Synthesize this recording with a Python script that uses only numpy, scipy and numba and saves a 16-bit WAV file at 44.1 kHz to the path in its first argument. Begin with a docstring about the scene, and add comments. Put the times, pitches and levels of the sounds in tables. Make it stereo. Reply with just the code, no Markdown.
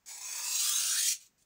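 """A steel blade drawn across a spinning grinding wheel, close to a hand-held stereo microphone in a
small workshop. Grit strikes the edge in dense, chattering clicks that ring the steel; its resonances
climb as the contact slides along, and now and then the edge bites and sings. The blade lifts off and
brushes the stone twice more. Bench and walls give short echoes, and a quiet rumble lies underneath."""
import sys
import numpy as np
from scipy import signal
from scipy.fft import rfft, irfft
from scipy.io import wavfile
from scipy.ndimage import map_coordinates
from numba import njit

SR = 44100
rng = np.random.default_rng(int(sys.argv[2]) if len(sys.argv) > 2 else 0)


def unload_wav(signal):
    """Save mono or channel-first audio to the path in sys.argv[1] as 16-bit WAV at rate SR, clipped to [-1, 1]."""
    wavfile.write(
        sys.argv[1],
        SR,
        np.round(np.clip(np.atleast_2d(signal).T, -1, 1) * 32767).astype(np.int16),
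    )


N = 63945


def grinding(force):
    """Blade on the wheel, heard close: one stream of grit drives the rasp and the resonances."""
    strikes = grit(force)
    return rasp(strikes) + blade(strikes) + sliding_bends(strikes) + wheel(strikes) + hiss(strikes)


# Force of the blade on the stone. Each row: time in seconds, level in dB.
STROKE_FORCE = [(.06, -53), (.09, -42), (.135, -45.5), (.203, -46.5), (.225, -40.5), (.26, -41.5),
                (.35, -36.5), (.5, -30.5), (.59, -28), (.65, -26.5), (.72, -29), (.82, -28.5), (.95, -30),
                (1.03, -27), (1.12, -27.5)]
# Light touches after the lift. Each row: start and length in seconds, level in dB, fade in dB a second.
LIGHT_BRUSHES = [(1.202, 0.067, -50, 113), (1.378, 0.046, -69, -9)]
TOUCH_S, LIFT_S, LIFT_DB_PER_S = .0602, 1.126, 748


def contact_force():
    """The hand presses the blade on for one long stroke, lifts it and brushes the stone again."""
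    t = clock()
    force = (t >= TOUCH_S) * fader(STROKE_FORCE) * undb(-LIFT_DB_PER_S * np.maximum(t - LIFT_S, 0))
    for start, length, db, fade in LIGHT_BRUSHES:
        age = np.maximum(t - start, 0)
        release_db = LIFT_DB_PER_S * np.maximum(age - length, 0)
        force += (t >= start) * undb(db - fade * age - release_db)
    return force


# Coarse grains catch the edge. Each row: start in seconds, peak in dB over the stream of grit.
COARSE_GRAINS = [(.0607, 9), (.179, 8), (.2868, 7), (.3267, 7), (.3566, 6), (.5243, 7), (.6922, 12),
                 (.7210, 8), (1.0835, 9), (1.424, 13)]
GRITS_PER_S, GRIT_SPREAD_DB, DUST_DB = 8000, 2, -3.5
CHATTER_HZ, CHATTER_DB, WOBBLE_HZ, WOBBLE_DB = 511.5, 1, 70.63, 0.59


def grit(force):
    """Grains strike in uneven clicks over fine dust, bunched by the chatter of the edge."""
    hits = (rng.random(N) < GRITS_PER_S / SR) * rng.choice([-1, 1], N)
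    sizes = undb(GRIT_SPREAD_DB * np.minimum(rng.exponential(size=N), 5))
    dust = undb(DUST_DB) * rng.standard_normal(N)
    chatter = undb(CHATTER_DB * wander(CHATTER_HZ) + WOBBLE_DB * wander(WOBBLE_HZ))
    stream = unit((unit(hits * sizes) + dust) * chatter)
    catches = sum(undb(db) * burst(start, decay_s=.002) for start, db in COARSE_GRAINS)
    return force * (stream + catches * rng.standard_normal(N))


# Tone of the rasp, right at the contact. Each row: frequency in Hz, relative level in dB.
RASP_SPECTRUM = [(150, -65), (400, -53.5), (700, -24), (1000, -44.5), (1400, -16.5), (2000, -24.5),
                 (2500, -6), (3100, -7.5), (4200, -4), (5500, -2), (6300, 3), (7100, 0.5), (8000, -1),
                 (9800, -15), (11000, -12.5), (13500, -13), (14800, -4), (16000, -3)]


def rasp(strikes, gain_db=5.02):
    """Grit scrapes the steel with a broad, bright noise."""
    return undb(gain_db) * colour(strikes, RASP_SPECTRUM)


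# Modes of the blade. Each row: frequency in Hz, width in Hz, relative level in dB.
BLADE_MODES = [(4870, 98, -20.5), (4880, 250, -13.5), (5626, 200, 6.5), (6320, 160, 3), (6870, 100, 4.5),
               (6538, 240, 10.5), (7100, 230, 4.5), (7660, 530, 8.5), (8070, 220, -22), (8410, 380, -16.5),
               (9850, 570, -5.5), (11820, 350, -5), (14950, 700, -12)]
# Strength of their ringing. Each row: time in seconds, gain in dB.
BLADE_RING_LEVEL = [(.06, 0.5), (.3, 1), (.5, -14), (.7, -27), (.9, -1.5), (1.1, -8.5), (1.22, -17.5)]


def blade(strikes):
    """The struck steel rings, more or less strongly as grip and contact change."""
    return fader(BLADE_RING_LEVEL) * modes(strikes, BLADE_MODES)


# Bending resonances of the blade. Each row: time in seconds, then frequency in Hz and gain in dB
# for the low, the middle and the upper one.
BEND_TRACKS = [(.06, 520, -31.5, 944, -19, 2320, -13), (.3, 480, -26.5, 1008, -15.5, 2450, -8),
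               (.48, 596, -28, 1040, -22.5, 2720, -12), (.6, 686, -30, 1240, -23, 3000, -57),
               (0.739, 700, -39.5, 1350, -13.5, 3780, -8), (.88, 690, -30, 1457, -17, 4860, -35),
               (0.967, 680, -31, 1620, -10.5, 4750, -7), (1.01, 654, -32.5, 1920, -19.5, 4780, -22),
               (1.12, 690, -41.5, 2060, -25.5, 4700, -22)]


def sliding_bends(strikes, widths_hz=(240, 340, 800)):
    """Three bending resonances climb as the contact slides along the blade."""
    t = clock()
    times, *columns = np.array(BEND_TRACKS).T
    return sum(undb(np.interp(t, times, db)) * ring(strikes, np.interp(t, times, hz), width)
               for hz, db, width in zip(columns[::2], columns[1::2], widths_hz))


# Brightness at the contact. Each row: time in seconds, gain of the hiss in dB.
HISS_LEVEL = [(.06, -6.5), (.3, -6.5), (.55, -9.5), (.7, -4.5), (.85, -2.5), (1.1, -3), (1.25, -15.5),
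              (1.44, -2.5)]


def hiss(strikes):
    """The same strikes, with random signs, fill the top octave of the rasp."""
    return fader(HISS_LEVEL) * ring(strikes * rng.choice([-1, 1], N), hz=9160, width_hz=3520)


# The edge bites. Each row: start and length in seconds, pitch in Hz, level in dB relative to the grit.
EDGE_BITES = [(.525, .09, 6600, -2), (.56, .115, 4780, -8), (.665, .085, 3300, -17), (.688, .11, 6430, 3),
              (.75, .065, 3870, -15), (1.05, .085, 5720, -5)]


def singing(force):
    """Friction briefly feeds one blade mode at each bite."""
    tones = 0
    for start, length, hz, db in EDGE_BITES:
        progress = np.clip((clock() - start) / length, 0, 1)
        swell = np.sqrt(np.abs(np.sin(np.pi * progress)))
        tones += undb(db) * swell * ring(rng.standard_normal(N), hz, width_hz=200)
    return force * tones


# Low modes of wheel and tool rest. 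Each row: frequency in Hz, width in Hz, relative level in dB.
WHEEL_MODES = [(1200, 30, 8), (1588, 53, 4)]
WHEEL_DB, WHEEL_UNTIL_S, WHEEL_FADE_DB_PER_S = -27, 0.83, 128.5


def wheel(strikes):
    """Wheel and rest ring faintly under the grit and fade late in the stroke."""
    fade_db = WHEEL_FADE_DB_PER_S * np.maximum(clock() - WHEEL_UNTIL_S, 0)
    return undb(WHEEL_DB - fade_db) * modes(strikes, WHEEL_MODES)


EARLY_DB, EARLY_T60_S, WALLS_DB, WALLS_T60_S, WALLS_CUTOFF_HZ = 1.5, 0.042, -8, 0.18, 9000


def reflections(x, patterns=14):
    """Quick echoes off bench and wheel, then the duller walls; they shift as hand and microphone move."""
    t, echoes = clock()[:SR // 3], 0
    dull = signal.butter(1, WALLS_CUTOFF_HZ, fs=SR, output="sos")
    position = np.linspace(0, patterns - 1, N)
    for k in range(patterns):
        early = rng.standard_normal(len(t)) * (t > .0005) * undb(-60 * t / EARLY_T60_S)
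        late = rng.standard_normal(len(t)) * (t > .008) * undb(-60 * t / WALLS_T60_S)
        response = undb(EARLY_DB) * unit(early) + undb(WALLS_DB) * unit(signal.sosfilt(dull, late))
        crossfade = np.sqrt(np.maximum(1 - np.abs(position - k), 0))
        echoes += signal.fftconvolve(x * crossfade, response)[:N]
    return echoes / np.sqrt(len(t))


# Room tone of the workshop. Each row: frequency in Hz, relative level in dB.
ROOM_TONE = [(20, -11.5), (35, -3.5), (55, -1), (170, -2), (300, -7.5), (700, -10), (2000, -11),
             (4000, -18), (7000, -11.5), (11000, -29.5), (15000, -14)]
# Soft low bumps in the background. Each row: start in seconds, frequency in Hz, gain in dB.
LOW_BUMPS = [(.52, 75, -73), (.912, 160, -76), (.98, 165, -67), (1.29, 200, -73)]


def workshop(tone_db=-67.5):
    """A quiet rumble, different on each side of the microphone, and a few bumps common to both."""
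    bumps = sum(undb(db) * ring(burst(start, decay_s=.022) * rng.standard_normal(N), hz, hz / 2)
                for start, hz, db in LOW_BUMPS)
    return [undb(tone_db) * unit(colour(rng.standard_normal(N), ROOM_TONE)) + bumps for _ in range(2)]


# Shading of the microphone's left port. Each row: frequency in Hz, gain in dB.
LEFT_SHADE = [(200, -3.5), (900, -6), (2500, -4.5), (5300, -5.5), (6400, -8), (7200, -12.5), (7900, -6),
              (8900, -11.5), (10000, -11.5), (12000, -18), (15000, -26)]
# The grinder on the left as the microphone turns in the hand. Each row: time in seconds, gain in dB.
MICROPHONE_TURN = [(.06, 4.5), (.3, 2), (.5, 3.5), (.73, 0), (.92, 2.5), (1.1, 3), (1.3, -1)]
LEAD_MS, LEAD_MS_PER_S = 1.196, -0.2


def left_port(steel, background):
    """The left port hears the wheel a little sooner than the right, but is shaded and duller."""
    t = clock()
    lead_s = (LEAD_MS + LEAD_MS_PER_S * t) / 1000
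    sooner = map_coordinates(steel, [(t + lead_s) * SR], order=3)
    return colour(fader(MICROPHONE_TURN) * (sooner + reflections(sooner)) + background, LEFT_SHADE)


def undb(db):
    """Decibels to gain."""
    return 10 ** (np.asarray(db) / 20)


def unit(x):
    """Scale to rms 1."""
    return x / np.sqrt(np.mean(x ** 2) + 1e-18)


def clock():
    """Time of every sample in seconds."""
    return np.arange(N) / SR


def fader(points):
    """Gain along (seconds, dB) points."""
    return undb(np.interp(clock(), *np.array(points).T))


def wander(hz):
    """Random drift of rms 1, with hz new values a second."""
    return unit(np.interp(clock() * hz, np.arange(N), rng.standard_normal(N)))


def burst(start, decay_s):
    """Sudden onset, exponential fade."""
    age = clock() - start
    return (age >= 0) * np.exp(-np.abs(age) / decay_s)


def colour(x, points, size=8192):
    """Minimum-phase filter through (Hz, dB) points."""
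    hz, db = np.array(points).T
    bins_hz = np.maximum(np.fft.rfftfreq(size, 1 / SR), 1)
    gain = undb(np.interp(np.log(bins_hz), np.log(hz), db))
    cepstrum = irfft(np.log(gain))
    cepstrum[1:size // 2] *= 2  # folding onto positive time makes the filter causal
    cepstrum[size // 2 + 1:] = 0
    return signal.fftconvolve(x, irfft(np.exp(rfft(cepstrum))))[:N]


@njit
def bandpass(x, hz, width_hz):
    """State-variable band-pass with a moving centre."""
    y, band_state, low_state = np.empty(len(x)), 0., 0.
    for i in range(len(x)):
        step, damping = np.tan(np.pi * hz[i] / SR), width_hz / hz[i]
        band = (band_state + step * (x[i] - low_state)) / (1 + step * (step + damping))
        band_state = 2 * band - band_state
        low_state += 2 * step * band
        y[i] = damping * band
    return y


def ring(x, hz, width_hz):
    """A steep-sided resonance that keeps the power of white noise."""
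    hz, width_hz = hz * np.ones(N), float(width_hz)
    return bandpass(bandpass(x, hz, width_hz), hz, width_hz) * np.sqrt(2 * SR / (np.pi * width_hz))


def modes(x, table):
    """Ring (Hz, width in Hz, dB) modes, their powers scaled to sum to 1."""
    total_power = sum(undb(db) ** 2 for _, _, db in table)
    return sum(undb(db) * ring(x, hz, width) for hz, width, db in table) / np.sqrt(total_power)


def scene(gain_db=-2):
    """Grinder close by and workshop behind it, at the two ports of the hand-held microphone."""
    force = contact_force()
    steel = grinding(force) + singing(force)
    room_left, room_right = workshop()
    left = left_port(steel, room_left)
    right = steel + reflections(steel) + room_right
    return undb(gain_db) * np.array([left, right])


def record(dry, top_hz=15650):
    """The recorder cuts the highest treble steeply."""
    return signal.sosfilt(signal.ellip(12, .2, 80, top_hz, fs=SR, output="sos"), dry)


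dry = scene()
out = record(dry)
unload_wav(out)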